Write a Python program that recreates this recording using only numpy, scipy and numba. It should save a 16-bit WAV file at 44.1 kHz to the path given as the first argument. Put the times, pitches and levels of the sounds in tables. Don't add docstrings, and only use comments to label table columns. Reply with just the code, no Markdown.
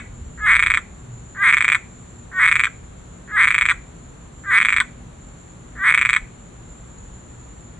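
import sys
import numpy as np
from scipy import signal
from scipy.fft import rfft, irfft, next_fast_len
from scipy.io import wavfile
from scipy.ndimage import uniform_filter1d
from numba import njit

SR = 44100
rng = np.random.default_rng(int(sys.argv[2]) if len(sys.argv) > 2 else 0)


def bounce(signal):
    frames = np.transpose(np.atleast_2d(signal))
    limited = np.clip(frames, -1, 1)
    pcm = np.round(limited * 32767).astype(np.int16)
    wavfile.write(sys.argv[1], SR, pcm)


def volts_from_db(level):
    exponent = np.asarray(level, float) / 20
    return 10 ** exponent


N = 343539
LEAD = next_fast_len(N + 4410) - N
T = (np.arange(N + LEAD) - LEAD) / SR


def unit(x):
    return x / np.sqrt(np.mean(x ** 2))


@njit
def svf(x, hz, width):
    low, band, b, l = np.empty(len(x)), np.empty(len(x)), 0., 0.
    for i in range(len(x)):
        g, k = np.tan(np.pi * hz[i] / SR), width / hz[i]
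        v = (b + g * (x[i] + 1e-18 - l)) / (1 + g * (g + k))
        low[i], band[i] = l + g * v, k * v
        b, l = 2 * v - b, 2 * low[i] - l
    return low, band


def narrow(hz, width):
    band = signal.butter(2, [hz - width / 2, hz + width / 2], "band", fs=SR, output="sos")
    return unit(signal.sosfilt(band, rng.standard_normal(len(T))))


def walk(rate):
    k = int(SR / rate)
    held = rng.standard_normal(1000)[np.arange(len(T)) // k]
    return unit(uniform_filter1d(uniform_filter1d(held, k), k))


def ports(x, lag):
    turn = np.exp(-2j * np.pi * np.arange(len(x) // 2 + 1) / len(x) * lag)
    return np.array([x, irfft(rfft(x) * turn, len(x))])


def air():
    # (frequency [Hz], relative density [dB])
    air_colour = [(20, -25.5), (45, -13), (90, -11.5), (200, -16), (320, -19), (700, -26.5), (1200, -28),
                  (3000, -39), (4300, -41), (5100, -56), (6200, -39), (8200, -47), (10000, -46),
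                  (11000, -58), (12000, -84.5)]
    # (frequency [Hz], share common to both ports [0..1])
    air_alike = [(60, 1), (130, 1), (260, .3), (600, 0.019), (2400, 0.15), (6000, 0.3)]
    level_db = -43.5
    colour_hz, colour_db = np.transpose(air_colour)
    alike_hz, alike_share = np.transpose(air_alike)
    log_hz = np.log(np.arange(len(T) // 2 + 1) * SR / len(T) + 1)
    colour = volts_from_db(np.interp(log_hz, np.log(colour_hz), colour_db))
    alike = np.clip(np.interp(log_hz, np.log(alike_hz), alike_share), 0, 1)
    mid, side = rfft(rng.standard_normal((2, len(T)))) * colour
    mid, side = mid * np.sqrt(1 + alike), side * np.sqrt(1 - alike)
    return volts_from_db(level_db) * unit(irfft(np.array([mid + side, mid - side]), len(T)))


def machinery():
    # (centre [Hz], width [Hz], mean level apart from swells [dB])
    hum_tones = [(55, 14, -50), (122.3, 23, -50), (172, 21, -52.5), (236.6, 12, -57)]
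    # (centre time [s], length [s], rise [dB])
    hum_swells = [(.3, 0.099, 5), (1.114, 0.2, 7.5), (2.23, 0.11, 2), (2.565, 0.16, 9)]
    swell_db = sum(db * np.exp(-((T - s) / (length / 2)) ** 2) for s, length, db in hum_swells)
    hum = 0
    for k, (hz, width, db) in enumerate(hum_tones):
        level_db = db + swell_db * (k == 1) + 1.5 * walk(3.3)
        hum = hum + volts_from_db(level_db) * narrow(hz, width)
    return hum


def wind():
    # (time [s], rumble level before trim and flicker [dB])
    gust_levels = [(0.0, -37.5), (0.28, -34), (0.32, -46), (0.5, -33), (0.98, -52), (1.02, -40),
                   (1.06, -55), (1.15, -44), (3.62, -48), (3.66, -40.5), (3.93, -56), (3.99, -45.5),
                   (5.99, -46.5), (6.2, -49.5), (6.23, -34), (6.29, -54), (7.27, -45.5), (7.79, -52)]
    hz, width, trim_db = 52, 42, -2
    gust_s, gust_db = np.transpose(gust_levels)
    gust = volts_from_db(np.interp(T, gust_s, gust_db) + trim_db + 2.5 * walk(9))
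    common = narrow(hz, width)
    opposed = .08 * np.array([[1], [-1]]) * narrow(hz, width)
    return gust * (common + opposed)


def crickets():
    # (centre [Hz], width [Hz], mean level in the mid part [dB])
    cricket_bands = [(7020, 260, -58), (7095, 50, -59.5), (7320, 150, -58.5), (7440, 50, -66.5),
                     (7690, 40, -73)]
    throb_db = 1.5 * walk(8.7)

    def chorus():
        return sum(volts_from_db(db + throb_db + 2.5 * walk(25)) * narrow(hz, width) for hz, width, db in cricket_bands)

    return ports(chorus(), 12.3) + .5 * np.array([[1], [-1]]) * chorus()


def porch(x):
    near_t60_s, near_db, far_t60_s, far_db = 0.063, -14.5, .35, -26
    t = np.arange(SR // 2) / SR
    noise = rng.standard_normal((3, len(t)))
    near = volts_from_db(-60 * t / near_t60_s) * (t > .002)
    far = volts_from_db(-60 * t / far_t60_s) * (t > .008)
    shape = volts_from_db(near_db) * near / np.linalg.norm(near) + volts_from_db(far_db) * far / np.linalg.norm(far)
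    response = shape * (noise[0] + 0.84 * noise[1:])
    x = 0.9 * x + svf(x, np.full(len(x), 2500.), 500.)[1]
    return signal.fftconvolve(x[None], response, axes=1)[:, :len(x)]


def roll(waver, start_s, steady_s, slow_s, last_s, steady_hz, slowed_hz):
    start_hz = 235
    sag_share, last_share = .97, .78
    lead_s, slow_down_s, swell_s = .012, .016, 0.093
    start_db, lock_db, steady_db, full_db, swell_bend = -35, -25, -20.5, -1.4, 1.83
    start_jitter_s, slow_jitter_s = 0.00049, .00011
    on = (T >= start_s) & (T <= last_s)
    t, lock_s = T[on], steady_s - lead_s
    hz = np.interp(t, [start_s, lock_s, slow_s - lead_s, slow_s, slow_s + slow_down_s, last_s],
                   [start_hz, sag_share * steady_hz, steady_hz, sag_share * steady_hz,
                    slowed_hz, last_share * slowed_hz])
    count = np.cumsum(hz * waver[on]) / SR
    times = np.interp(count[-1] - np.arange(int(count[-1])), count, t)[::-1]
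    to_go = np.clip(1 - (times - steady_s) / swell_s, 0, 1)
    swell_db = full_db + (steady_db - full_db) * to_go ** swell_bend
    onset_db = np.interp(times, [start_s, lock_s, steady_s], [start_db, lock_db, steady_db])
    db = np.where(times > steady_s, swell_db, onset_db)
    jitter_s = start_jitter_s * (times < lock_s) + slow_jitter_s * (times > slow_s)
    return list(zip(times, db, jitter_s))


def burst(first_s, count, gap_ms, later_ms, last_db):
    first_db, bend = -1.5, 3
    step = np.arange(round(count))
    times = first_s + (gap_ms * (step > 0) + later_ms * np.clip(step - 1, 0, None)) / 1000
    along = (step + (len(step) == 1)) / max(len(step) - 1, 1)
    return list(zip(times, first_db + (last_db - first_db) * along ** bend, 0 * times))


def ticks(own, scatter):
    gap_s, jitter_s, level_db, scatter_db = .0055, .0008, -21.5, 3
    out = []
    for (from_s, _, _), (to_s, _, _) in zip(own, own[1:]):
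        for s in np.arange(from_s + gap_s, to_s - gap_s / 2, gap_s):
            out.append((s, level_db + scatter_db * scatter[len(out)], jitter_s))
    return out


def croaks():
    # (start [s], steady from [s], slows at [s], last click [s],
    # top steady rate [clicks/s], slowed rate [clicks/s])
    opening_rolls = [(.370, .4186, .4640, .5363, 422, 292), (1.341, 1.3854, 1.4313, 1.4987, 414, 285),
                     (2.310, 2.3512, 2.392, 2.4632, 395, 245), (3.272, 3.3271, 3.3666, 3.421, 405, 280),
                     (4.432, 4.4714, 4.510, 4.5893, 400, 255), (5.750, 5.803, 5.8356, 5.8867, 380, 282)]
    # (first click [s], clicks, first gap [ms], later gaps [ms], last click level [dB])
    click_bursts = [(-.022, 3, 3.5, 4, -11), (0.5433, 4, 9.5, 7, -0.5), (.5862, 1, 0, 0, -12.4),
                    (0.5938, 3, 5, 5, -4.5), (0.6259, 3, 7, 5.5, -4.5), (0.6635, 3, 7, 11.5, -8),
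                    (0.7024, 3, 6, 9.5, -3.5), (0.7395, 3, 6.5, 5.5, -6), (0.7735, 2, 5, -1, -10.5),
                    (1.5042, 2, 7, 1, -2.3), (1.5265, 4, 8.5, 5, -1), (1.5693, 3, 6.5, 7.5, -3.5),
                    (1.6074, 3, 6.5, 10.5, -4), (1.6457, 2, 6.5, 0, -2.5), (1.681, 3, 7.5, 12.5, -3),
                    (1.72, 3, 6.5, 6.5, -3), (1.7478, 3, 5.0, 4.5, -13), (2.4767, 4, 6, 5.5, -4),
                    (2.5147, 3, 7, 5, -0.5), (2.543, 1, 0, 0, -12), (2.556, 3, 6.5, 5.5, -4.5),
                    (2.5956, 3, 7.5, 8.5, -5.5), (2.6372, 3, 7.5, 10, -5.5), (2.669, 1, 0, 0.5, -12.3),
                    (3.4267, 4, 7, 5, -2), (3.4476, 2, 7, 1, -2.5), (3.4733, 3, 6, 6.5, -1.5),
                    (3.5061, 3, 7, 10.5, -8.5), (3.545, 3, 6, 11, -7), (3.5816, 2, 6, -3, -2.5),
                    (3.6118, 3, 9, 6, -4.5), (3.655, 2, 7.5, 0, -3.5), (3.688, 4, 8, 6, -4),
                    (3.7122, 2, 2.5, 0, -7), (4.6027, 4, 11, 7.4, -4), (4.65, 3, 7, 10.5, -7.5),
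                    (4.6861, 3, 6.5, 12, -6), (4.7256, 3, 6, 10, -6), (4.7647, 3, 7, 12, -2),
                    (4.8023, 3, 5.0, 4, -7.5), (5.8913, 4, 6.5, 7, -2.1), (5.924, 1, 0, -0.5, -2.5),
                    (5.9407, 3, 5.5, 4, -1.4), (5.9766, 3, 6, 9, -6), (6.0139, 3, 7.5, 7.7, -4),
                    (6.0515, 3, 7, 9.5, -7.5), (6.0915, 3, 6, 8.5, -5), (6.1316, 3, 7.5, 10.5, -7),
                    (6.164, 3, 4, 4.5, -18)]
    # (gap [ms], fall per click [dB])
    flutter_out = (2, 2.9)
    flutter_jitter_s, rate_waver = .0006, .03
    fill_wait_s, fill_s, stretch_s, empty_s, sag = 0.023, 0.051, .085, 0.0059, 1.8
    clicks, fill, stretch = [], np.zeros(len(T)), np.zeros(len(T))
    waver = 1 + rate_waver * walk(45)
    starts = [T[0] - 1] + [row[0] for row in opening_rolls] + [np.inf]
    for k, opening in enumerate([None] + list(opening_rolls)):
        own = [c for row in click_bursts if starts[k] < row[0] < starts[k + 1] for c in burst(*row)]
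        end_s, end_db, _ = own[-1]
        own += ticks(own, rng.standard_normal(100))
        step = np.arange(1, 9)
        flutter_s = end_s + step * flutter_out[0] / 1000
        own += list(zip(flutter_s, end_db - step * flutter_out[1], flutter_jitter_s + 0 * step))
        if opening:
            own += roll(waver, *opening)
        begin = opening[1] + fill_wait_s if opening else starts[0]
        now = (T > starts[k]) & (T <= starts[k + 1])
        since = np.clip(T[now] - begin, 0, None)
        spent = (1 + np.tanh((T[now] - end_s) / empty_s)) / 2
        fill[now] = 1 - np.exp(-since / fill_s) - sag * spent
        stretch[now] = 1 - np.exp(-since / stretch_s)
        clicks += own
    return np.array(clicks), fill, stretch


def strikes(times, sizes):
    place = times * SR + LEAD
    taps = np.floor(place)[:, None].astype(int) + np.arange(-7, 9)
    away = taps - place[:, None]
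    out = np.zeros(len(T))
    np.add.at(out, taps, sizes[:, None] * np.sinc(away) * np.cos(np.pi * away / 16) ** 2)
    return out


def frog():
    # (centre slack [Hz], centre inflated [Hz], width [Hz])
    sac_modes = [(1143, 1226, 340), (1560, 1857, 460), (1831, 2310, 222), (2250, 2567, 480)]
    # (centre slack [Hz], centre stretched [Hz], width of each of two passes [Hz],
    # level re the main resonance [dB])
    skin_modes = [(2950, 3050, 690, -26), (3420, 3400, 460, -18.5), (3800, 3793, 450, -25),
                  (4400, 4400, 500, -36), (5300, 5200, 900, -46), (6540, 6200, 400, -34),
                  (8200, 7600, 430, -23.5), (9900, 8050, 600, -30), (10300, 8500, 550, -30.5),
                  (10800, 10800, 500, -55.5)]
    sac_low_hz, click_db, rise_s = 893, 0.67, .0011
    rasp_s, rasp, slack_skin_db, treble_hz = .003, .35, -14, 5800
    waver, tremble = 1 + 0.0095 * walk(60), 1 + .012 * walk(90)
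    hiss = rng.standard_normal(len(T))
    clicks, fill, stretch = croaks()
    chance = rng.standard_normal((900, 3))[:len(clicks)].T
    times = clicks[:, 0] - rise_s + clicks[:, 2] * chance[2]
    db = clicks[:, 1]
    high = signal.butter(6, sac_low_hz, "high", fs=SR, output="sos")
    body = signal.sosfilt(high, np.gradient(strikes(times, volts_from_db(db + .6 * chance[0]))))
    probe = signal.sosfilt(high, np.gradient(signal.unit_impulse(1024, 8)))
    for slack_hz, full_hz, width in sac_modes:
        centre = (slack_hz + (full_hz - slack_hz) * fill) * waver
        body = svf(body, centre, float(width))[0]
        probe = svf(probe, np.full(len(probe), float(full_hz)), float(width))[0]
    hard = strikes(times + .0004, volts_from_db(1.26 * db + 2.0 * chance[1])) * np.abs(rfft(probe)).max()
    fade = np.exp(-1 / (rasp_s * SR))
    spurt = signal.lfilter([1], [1, -fade], hard)
    hard = hard + rasp * np.sqrt(1 - fade ** 2) * hiss * spurt
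    hard = hard * volts_from_db(slack_skin_db * (1 - stretch))
    skin = 0
    for k, (slack_hz, full_hz, width, mode_db) in enumerate(skin_modes):
        centre = (slack_hz + (full_hz - slack_hz) * stretch) * tremble
        once = svf(hard, centre, float(width))[1]
        twice = svf(once, centre, float(width))[1]
        ring = (-1) ** k * volts_from_db(mode_db) * twice
        skin = skin + ring * np.array([[full_hz < treble_hz], [full_hz >= treble_hz]])
    gain = volts_from_db(click_db) / np.abs(probe).max()
    return gain * (body + skin[0]), gain * skin[1]


def scene():
    night = air() * volts_from_db([[.6], [-.6]]) + machinery() + wind() + crickets()
    voice, treble = frog()
    direct = ports(voice, 2) + ports(treble, 5.5)
    echoes = porch(voice + 2.2 * treble)
    return (direct + echoes + night)[:, LEAD:]


def top_cut(x):
    return signal.sosfilt(signal.butter(12, 11200, fs=SR, output="sos"), x)


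def record(dry):
    mix = np.clip(dry, -1, 1)
    return top_cut(mix)


dry = scene()
out = record(dry)
bounce(out)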